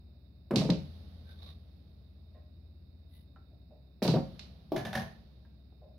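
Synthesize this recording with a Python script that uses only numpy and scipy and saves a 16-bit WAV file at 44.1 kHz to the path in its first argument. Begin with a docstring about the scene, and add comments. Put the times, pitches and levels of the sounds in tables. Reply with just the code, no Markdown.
"""Two shots on a small pool table in a basement, over a low two-tone hum, room air and a faint hiss.
First shot: the cue tip knocks, struck wood modes thud, balls clack as short pulses and roll as fading noise.
Then the player shuffles round the table: noise strokes, soft ringing knocks and ticks.
Second shot: tip, thuds, clacks and a thin ring of fittings; a ball drops into a pocket with a dull knock
and rattles down the return inside the cabinet as bouncing, ringing blows. Light knocks and ticks follow."""
import sys
import numpy as np
from scipy import signal
from scipy.fft import rfft, irfft, next_fast_len
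from scipy.io import wavfile
from scipy.ndimage import uniform_filter1d

SR = 44100
rng = np.random.default_rng(int(sys.argv[2]) if len(sys.argv) > 2 else 0)


def pcm_store(signal):
    """Save signal as 16-bit PCM."""
    levels = np.round(np.clip(np.atleast_2d(signal), -1, 1) * 32767)
    wavfile.write(sys.argv[1], SR, levels.astype(np.int16).T)


N = 263718
TIME_S = np.arange(N) / SR
AGE_S = TIME_S[:SR * 3 // 4]  # time since a strike

# Cue, bed and cushion blows. Each row: start in seconds, knock in dB, centre of the force in Hz, bed heave in dB.
THUDS = [(.508, -25.5, 340, -32), (.537, -22.5, 280, -40.5), (.562, -27, 210, -20), (.612, -31, 650, -30),
         (.651, -32, 250, -27), (.691, -26, 520, -19), (4.02, -24, 470, -31.5), (4.050, -31, 600, -24),
         (4.081, -31, 900, -19.5), (4.139, -20.5, 330, -28), (4.158, -31, 800, -26)]
# Ball against ball. Each row: start in seconds, level in dB, brightness in Hz, room share in dB.
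CLACKS = [(0.5591, -36.5, 9600, 6.5), (0.702, -40.5, 5050, 0), (4.0257, -47, 7970, 12),
          (4.078, -42, 6980, 6.5), (4.394, -52, 5000, 2.5)]
# Tip on cue ball. Each row: start in seconds, level in dB, rasp T60 in seconds, centre of the force in Hz.
STROKES = [(0.5094, -46, 0.058, 1299), (4.0198, -49.5, 0.053, 1500), (4.027, -44, 0.146, 6000)]
# Ball on the return. Each row: start in seconds, level in dB, bounce gap in seconds, boom in dB.
LANDINGS = [(4.7618, -35.5, .015, -0.5), (4.851, -38, .016, 1), (4.930, -37.5, .01, -10),
            (4.952, -31.5, .022, -2)]
# Rolling balls. Each row: start in seconds, level in dB, slowing in dB per second, cloth hiss in dB.
ROLLS = [(.56, -47.5, 13.5, -19.5), (4.08, -45.5, 21.5, -22.5), (4.93, -47.5, 39, -25.5)]
# Knocks as the player moves and leans. Each row: start in seconds, level in dB, overtones in dB.
KNOCKS = [(2.345, -56.5, -11), (3.512, -64, -35), (3.702, -55, -32), (5.812, -52, -35)]
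# Small dry ticks. Each row: start in seconds, level in dB, pitch in Hz.
TICKS = [(3.361, -59, 1342), (5.45, -69, 1610), (5.724, -68, 744)]
# Shoes and clothes. Each row: middle in seconds, Gaussian width (sigma) in seconds, level in dB,
# fine hiss in dB, squeak in Hz, squeak in dB.
SCUFFS = [(1.313, 0.032, -65.5, -77.5, 1533, -66), (1.471, 0.048, -56, -75, 1140, -71.5),
          (3.169, 0.041, -71.5, -73, 2010, -82)]
# Level of the upper hum tone. Each row: time in seconds, level in dB.
UPPER_HUM = [(0, -56), (.4, -63), (.85, -48.5), (1.5, -51), (1.8, -58.5), (2.5, -54), (3.1, -55),
             (3.8, -66), (5.98, -65.5)]

# Modes of the bed and cabinet. Each row: frequency in Hz, level in dB, T60 in seconds.
TABLE_MODES = [(120, -11, .15), (143, 1, .24), (166, -6, .15), (192, -3, .16), (242, -1, .21),
               (277, -4, .2), (345, -6, .2), (420, -6, .2), (539, -7, .23), (616, -7, .23), (660, -9, .18),
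               (752, -13, .18), (930, -15, .16)]
# Deep boom under each heave. Each row: frequency in Hz, level in dB, T60 in seconds.
BOOM_MODES = [(66, 0, .35), (92, 2, .3)]
# Modes of the table's fittings. Each row: frequency in Hz, level in dB, T60 in seconds.
FITTING_MODES = [(3047, -5, .15), (3892, -1, .3), (4134, -4, .23), (4624, 0, .33), (5405, -6, .27)]
# Modes of the pocket and ball return. Each row: frequency in Hz, level in dB, T60 in seconds.
CHUTE_MODES = [(339, 7, 0.064), (395, -1, 0.047), (533, -17, 0.056), (635, 2.5, 0.045), (734, 5.5, 0.032),
               (752, 1.5, 0.071), (1130, -22, 0.047), (1503, -12, 0.084), (1690, -10.5, 0.12),
               (1765, -6.5, 0.044), (1788, -5.5, 0.043), (1820, -4, 0.044), (2085, -16.5, 0.053),
               (3560, -14.5, 0.065)]
# Modes of the hollow cabinet under the return. Each row: frequency in Hz, level in dB, T60 in seconds.
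CABINET_MODES = [(89.5, -13, 0.13), (106.3, -1, 0.27), (141.4, -4, 0.17), (185.4, -1.5, .2),
                 (222, -5, 0.19)]
# Overtones of the player's knocks. Each row: frequency in Hz, level in dB, T60 in seconds.
KNOCK_OVERTONES = [(1057, 0, .25), (1905, -3, .33)]

# Spectrum of the wooden panels. Each row: frequency in Hz, relative level in dB.
WOOD_SPECTRUM = [(40, -8.5), (100, -7.5), (160, 8), (350, -0.5), (700, -5.5), (1100, -10.5), (1800, -21.5),
                 (4000, -23), (7500, -36), (15000, -26)]
# Spectrum of a ball's pulse. Each row: frequency in Hz, relative level in dB.
BALL_SPECTRUM = [(300, -26), (1000, -11.5), (1800, -9), (2700, -2), (3300, -3), (3950, 4), (5400, -3),
                 (6600, -12.5), (10500, -18), (12500, -18.5), (16000, -33)]
# Spectrum of the cue tip. Each row: frequency in Hz, relative level in dB.
TIP_SPECTRUM = [(600, -3.5), (1400, 10.5), (2300, 5), (3500, -10), (5000, -0.5), (6500, -13.5),
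                (9000, -7.5), (12000, -2.5), (16000, -7)]
# Spectrum of the padded pocket mouth. Each row: frequency in Hz, relative level in dB.
MOUTH_SPECTRUM = [(100, -10), (220, -2), (330, 6.5), (450, -0.5), (560, 2.5), (700, 5.5), (900, -7.5),
                  (1200, -14.5), (1700, -29.5), (5000, -28.5), (7500, -56.5), (10500, -43.5),
                  (15000, -35.5)]
# Spectrum of dense rattling modes. Each row: frequency in Hz, relative level in dB.
RATTLE_SPECTRUM = [(80, 0), (300, 5.5), (720, 6), (860, -4), (1050, -4), (1300, -12.5), (1750, -11),
                   (2050, -13), (3600, -12), (6200, -18), (7500, -18.5), (15000, -31)]
# Spectrum of the liner's scrape. Each row: frequency in Hz, relative level in dB.
LINER_SPECTRUM = [(1000, -10), (3000, 11.5), (6200, 6), (7400, -13), (8800, -6.5), (10300, 3),
                  (12500, -0.5), (16000, -10)]
# Spectrum of the rolling rumble. 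Each row: frequency in Hz, relative level in dB.
RUMBLE_SPECTRUM = [(25, -29), (60, 7.5), (130, 1.5), (200, 4), (300, -16), (600, -12.5), (1000, -24),
                   (2500, -30), (4500, -24.5), (8000, -56)]
# Spectrum of the cloth under a ball. Each row: frequency in Hz, relative level in dB.
CLOTH_SPECTRUM = [(500, 1), (1200, -8.5), (2400, -9.5), (3800, 4), (5200, -5), (7000, -31.5), (10500, -9),
                  (16000, -15.5)]
# Spectrum of rubbing soles. Each row: frequency in Hz, relative level in dB.
SOLE_SPECTRUM = [(150, 1), (600, 6), (1500, -7.5), (2400, -2.5), (3100, -8.5), (3700, 9.5), (4800, -3),
                 (6000, -17), (7500, -38), (16000, -29.5)]
# Spectrum of the scuffs' fine hiss. Each row: frequency in Hz, relative level in dB.
GRIT_SPECTRUM = [(1000, -36), (3000, 4), (6200, -18), (7800, -29), (10300, 5), (12500, 1), (16000, -3)]
# Spectrum of room air. Each row: frequency in Hz, relative level in dB.
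AIR_SPECTRUM = [(12, -57.5), (20, -34.5), (32, -40.5), (47, -11.5), (76, -14), (109, -10.5), (196, -14.5),
                (477, -32), (507, -34.5), (596, -28.5), (874, -42), (2500, -51.5), (3250, -68),
                (5500, -120)]
# Spectrum of the faint hiss. Each row: frequency in Hz, relative level in dB.
HISS_SPECTRUM = [(1500, -28), (2600, -7), (3250, -26), (3700, -0.5), (4200, -6), (5200, -10), (6000, -36),
                 (8500, -26.5), (13500, -14), (16000, -14)]

# Basement decay. Each row: frequency in Hz, T60 in seconds.
BASEMENT_T60 = [(100, 0.54), (300, 0.27), (700, 0.34), (2000, 0.37), (4500, 0.32), (8000, 0.33),
                (15000, 0.3)]
# Left-right likeness of diffuse sound. Each row: frequency in Hz, correlation from 0 to 1.
LIKENESS = [(100, 1), (250, 0.63), (550, 0.47), (1100, 0), (4000, 0.012)]
# Microphone port colour. Each row: frequency in Hz, left minus right in dB.
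PORTS = [(200, 1), (700, -1), (1300, -2), (2400, -1.5), (4400, -9), (6500, -9.5), (9500, 8.5), (15000, 6)]

HEAVE_LAG_S, HEAVE_HZ = .001, 146  # the bed gives under each blow with a slow push
REBOUND_S, REBOUND_LOSS_DB = .024, 5  # and springs back
BOUNCE_LOSS_DB, BOUNCE_DULLING = 4.5, .8  # per bounce: weaker, and force centre lower by this ratio
LANDING_HZ, BOOM_HZ, GRIT_DB = 1770, 120, -13  # force centres on liner and cabinet; liner scrape
KNOCK_HZ, KNOCK_T60_S, KNOCK_RISE_S = 606.8, .38, .005
TICK_T60_S, TICK_BODY_RATIO, TICK_BODY_DB = .08, .59, -5  # each tick has a lower, weaker body tone
ROLL_RISE_S = .059
WHISTLE_HZ, WHISTLE_Q = 3720, 50  # narrow resonance shared by soles, rolling cloth and hiss
TOP_HZ = 15830


def amp(db):
    """Decibels to gain."""
    return 10 ** (np.asarray(db) / 20)


def unit(x):
    """Scale to rms 1."""
    return x / np.sqrt(np.mean(x ** 2) + 1e-20)


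def blow(x):
    """Scale a transient to the energy of 10 ms at rms 1."""
    return x * np.sqrt(SR / 100 / np.sum(x ** 2))


def along(points, hz):
    """Interpolate (Hz, value) points on a log frequency axis."""
    point_hz, value = np.transpose(points)
    return np.interp(np.log(hz + 1), np.log(point_hz + 1), value)


def filtered(x, response):
    """Apply a complex frequency response, zero-padded against wraparound."""
    n = x.shape[-1]
    size = next_fast_len(n + SR // 8)
    hz = np.fft.rfftfreq(size, 1 / SR)
    return irfft(rfft(x, size) * response(hz), size)[..., :n]


def coloured(x, spectrum, size=4096):
    """Apply a spectrum as a causal minimum-phase filter, by folding the cepstrum."""
    gain = amp(along(spectrum, np.fft.rfftfreq(size, 1 / SR)))
    cepstrum = irfft(np.log(gain))
    cepstrum[1:size // 2] *= 2
    cepstrum[size // 2 + 1:] = 0
    impulse = irfft(np.exp(rfft(cepstrum)))
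    return signal.fftconvolve(x, impulse)[:len(x)]


def diffuse(n):
    """Stereo noise as a room delivers it: alike in the bass, unrelated in the treble."""
    def mid_side_gains(hz):
        turn = np.arccos(np.clip(along(LIKENESS, hz), -1, 1)) / 2
        return np.array([np.cos(turn), np.sin(turn)])

    mid, side = filtered(rng.standard_normal((2, n)), mid_side_gains)
    return np.array([mid + side, mid - side])


def rush(spectrum):
    """Steady diffuse noise of rms 1."""
    return unit(filtered(diffuse(N), lambda hz: amp(along(spectrum, hz))))


def burst(spectrum, t60_s):
    """Many close modes dying together: coloured decaying noise."""
    noise = rng.standard_normal(len(AGE_S)) * amp(-60 * AGE_S / t60_s)
    return blow(coloured(noise, spectrum))


def ring(modes, scatter_db, detune=0):
    """Modes struck at a new spot: new strengths, slightly new pitches if detuned, alternating signs."""
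    hz, db, t60_s = np.transpose(modes)[:, :, None]
    strength, shift = rng.standard_normal((2, len(modes), 1))
    sign = (-1) ** np.arange(len(modes))[:, None]
    swing = sign * np.sin(2 * np.pi * hz * (1 + detune * shift) * AGE_S)
    decay = amp(db + scatter_db * strength - 60 * AGE_S / t60_s)
    return blow(np.sum(decay * swing, axis=0))


def contact(x, hz, q):
    """The length of a contact selects a band of the body's response: a resonant band-pass."""
    def band(f):
        damping = 1j * f * hz / q
        return damping / (hz * hz - f * f + damping)

    return blow(filtered(x, band))


def tap(hz, t60_s, tone_db):
    """A light, soft contact: a band of dense modes around one clear tone."""
    dense = contact(contact(burst(RATTLE_SPECTRUM, t60_s), hz, q=1.5), hz, q=1.5)
    return blow(dense + amp(tone_db) * ring([(hz, 0, t60_s)], scatter_db=0))


def whistling(noise, whistle_db):
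    """Noise with the narrow whistle standing out of it."""
    return noise + amp(whistle_db) * unit(contact(noise, WHISTLE_HZ, q=WHISTLE_Q))


def in_room(x, room_db, build_s=.012):
    """Direct sound plus the basement's answer: a freshly drawn diffuse tail, treble and bass decaying apart."""
    hz, t, bins = signal.stft(diffuse(len(AGE_S)), SR, nperseg=256)
    decay = amp(-60 * t / along(BASEMENT_T60, hz)[:, None])
    tail = signal.istft(bins * decay, SR)[1][:, :len(AGE_S)]
    tail = tail * (1 - np.exp(-AGE_S / build_s))
    tail = tail / np.linalg.norm(tail[0])
    answer = signal.fftconvolve(np.atleast_2d(x), tail, axes=1)[:, :len(AGE_S)]
    return x + amp(room_db) * answer


def add(track, start_s, x):
    """Mix x into the track, cut at the track's end."""
    part = track[:, round(start_s * SR):][:, :x.shape[-1]]
    part += x[..., :part.shape[1]]


def thuds(dense_db=-2, room_db=-8, heave_ring_db=-7, heave_q=1.3, boom_db=-21):
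    """Soft, heavy blows ring the wooden table: a knock and boom, then the bed heaves and springs back."""
    out = np.zeros((2, N))
    for start_s, knock_db, knock_hz, heave_db in THUDS:
        body = ring(TABLE_MODES, scatter_db=4) + amp(dense_db) * burst(WOOD_SPECTRUM, t60_s=.11)
        knock = contact(body, knock_hz, q=.82)
        add(out, start_s, amp(knock_db) * in_room(knock, room_db))
        for k in range(2):  # push, rebound
            body = burst(WOOD_SPECTRUM, t60_s=.11) + amp(heave_ring_db) * ring(TABLE_MODES, scatter_db=4)
            heave = in_room(contact(body, HEAVE_HZ, q=heave_q), room_db)
            add(out, start_s + HEAVE_LAG_S + k * REBOUND_S, amp(heave_db - k * REBOUND_LOSS_DB) * heave)
        add(out, start_s, amp(heave_db + boom_db) * ring(BOOM_MODES, scatter_db=2))
    return out


def clacks(early_db=4, early_t60_s=.022):
    """Hard balls give one very short pulse, scattered at once by the bed and rails, then by the room."""
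    out = np.zeros((2, N))
    for start_s, db, bright_hz, room_db in CLACKS:
        def soften(hz):  # second-order low-pass
            return 1 / (1 + 1j * np.sqrt(2) * hz / bright_hz - (hz / bright_hz) ** 2)

        pulse = coloured(signal.unit_impulse(len(AGE_S)), BALL_SPECTRUM)
        pulse = blow(filtered(pulse, soften))
        envelope = np.sqrt(AGE_S) * amp(-60 * AGE_S / early_t60_s)
        paths = rng.standard_normal((2, len(AGE_S))) * envelope
        early = np.array([blow(signal.fftconvolve(pulse, p)[:len(AGE_S)]) for p in paths])
        add(out, start_s, amp(db) * (in_room(pulse, room_db) + amp(early_db) * early))
    return out


def fittings(start_s=4.078, db=-43.5, room_db=-5):
    """The second shot's clack sets off a thin ring of high modes in the table's fittings."""
    out = np.zeros((2, N))
    add(out, start_s, amp(db) * in_room(ring(FITTING_MODES, scatter_db=1.5), room_db))
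    return out


def cue(room_db=0):
    """The chalked tip knocks on the cue ball, and rasps across it on the second shot: band-passed bursts."""
    out = np.zeros((2, N))
    for start_s, db, t60_s, hz in STROKES:
        stroke = contact(burst(TIP_SPECTRUM, t60_s), hz, q=.52)
        add(out, start_s, amp(db) * in_room(stroke, room_db))
    return out


def drop(start_s=4.7195, db=-28):
    """The ball hits the padded mouth of the pocket with one dull knock."""
    out = np.zeros((2, N))
    add(out, start_s, amp(db) * in_room(burst(MOUTH_SPECTRUM, t60_s=.075), room_db=2.5))
    return out


def ball_return(dense_db=-1, room_db=-4, count=4):
    """The ball lands and bounces on each stretch of the return; the cabinet booms under it."""
    out = np.zeros((2, N))
    for start_s, db, gap_s, boom_db in LANDINGS:
        for k in range(count):
            hz = LANDING_HZ * BOUNCE_DULLING ** k
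            body = ring(CHUTE_MODES, scatter_db=5, detune=.018)
            body = body + amp(dense_db) * burst(RATTLE_SPECTRUM, t60_s=.14)
            knock = contact(contact(body, hz, q=.55), hz, q=.55)  # two passes give the band steeper skirts
            grit = amp(GRIT_DB) * burst(LINER_SPECTRUM, t60_s=.082)
            boom = amp(boom_db) * contact(ring(CABINET_MODES, scatter_db=6.5), BOOM_HZ, q=.93)
            landing = in_room(knock + grit + boom, room_db)
            add(out, start_s + k * gap_s, amp(db - k * BOUNCE_LOSS_DB) * landing)
    return out


def rolling(whistle_db=-7):
    """Rolling balls make the bed rumble and the cloth hiss, fading as they slow."""
    out = np.zeros((2, N))
    rumble = rush(RUMBLE_SPECTRUM)
    cloth = whistling(rush(CLOTH_SPECTRUM), whistle_db)
    for start_s, db, slowing_db_per_s, cloth_db in ROLLS:
        age_s = np.maximum(TIME_S - start_s, 0)
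        level = amp(db - slowing_db_per_s * age_s) * (1 - np.exp(-age_s / ROLL_RISE_S))
        out += level * (rumble + amp(cloth_db) * cloth)
    return out


def knocks(tone_db=0, overtone_tone_db=1, room_db=-1.5):
    """The player moves and leans on the table: soft-edged taps with ringing overtones."""
    out = np.zeros((2, N))
    for start_s, db, overtone_db in KNOCKS:
        overtones = sum(amp(level_db) * tap(hz, t60_s, overtone_tone_db)
                        for hz, level_db, t60_s in KNOCK_OVERTONES)
        knock = tap(KNOCK_HZ, KNOCK_T60_S, tone_db) + amp(overtone_db) * overtones
        knock = blow(knock * (1 - np.exp(-AGE_S / KNOCK_RISE_S)))
        add(out, start_s, amp(db) * in_room(knock, room_db))
    return out


def ticks(tone_db=3, room_db=-6):
    """Small dry ticks: a short tap over a lower body tap."""
    out = np.zeros((2, N))
    for start_s, db, hz in TICKS:
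        body = tap(hz * TICK_BODY_RATIO, TICK_T60_S, tone_db)
        tick = tap(hz, TICK_T60_S, tone_db) + amp(TICK_BODY_DB) * body
        add(out, start_s, amp(db) * in_room(tick, room_db))
    return out


def scuffs(grain_db=3, whistle_db=-5):
    """Shoes and clothes brush and faintly squeak: rubbing grips and slips, so the noise is grainy."""
    out = np.zeros((2, N))
    catching = amp(grain_db * unit(uniform_filter1d(rng.standard_normal(N), size=200)))
    sole = unit(whistling(catching * rush(SOLE_SPECTRUM), whistle_db))
    fine_hiss = unit(catching * rush(GRIT_SPECTRUM))
    for middle_s, width_s, db, hiss_db, squeak_hz, squeak_db in SCUFFS:
        squeak = unit(contact(sole, squeak_hz, q=40))
        stroke = np.exp(-((TIME_S - middle_s) / width_s) ** 2 / 2)
        out += stroke * (amp(db) * sole + amp(hiss_db) * fine_hiss + amp(squeak_db) * squeak)
    return out


def background(lower_hz=65.5, upper_hz=82.1, lower_db=-57.5, air_db=-60):
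    """A steady low sine beats against one of wavering level, over room air."""
    upper_db = np.interp(TIME_S, *np.transpose(UPPER_HUM))
    lower = amp(lower_db) * np.sin(2 * np.pi * lower_hz * TIME_S)
    upper = amp(upper_db) * np.sin(2 * np.pi * upper_hz * TIME_S)
    return np.sqrt(2) * (lower + upper) + amp(air_db) * rush(AIR_SPECTRUM)  # sqrt 2: levels are rms


def hiss(left_db=-87, right_db=-76.5, whistle_db=-11):
    """A faint steady hiss with a narrow whistle in it, mostly on the right."""
    return amp([[left_db], [right_db]]) * whistling(rush(HISS_SPECTRUM), whistle_db)


def scene():
    """The game and the room around it."""
    shots = thuds() + clacks() + fittings() + cue() + rolling()
    potted_ball = drop() + ball_return()
    player = knocks() + ticks() + scuffs()
    return shots + potted_ball + player + background() + hiss()


def record(dry):
    """Each microphone port colours the treble its own way; nothing passes above the band limit."""
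    def response(hz):
        tilt_db = np.outer([.5, -.5], along(PORTS, hz))  # half the difference to each side
        return amp(tilt_db) * (hz < TOP_HZ)

    return filtered(dry, response)


dry = scene()
out = record(dry)
pcm_store(out)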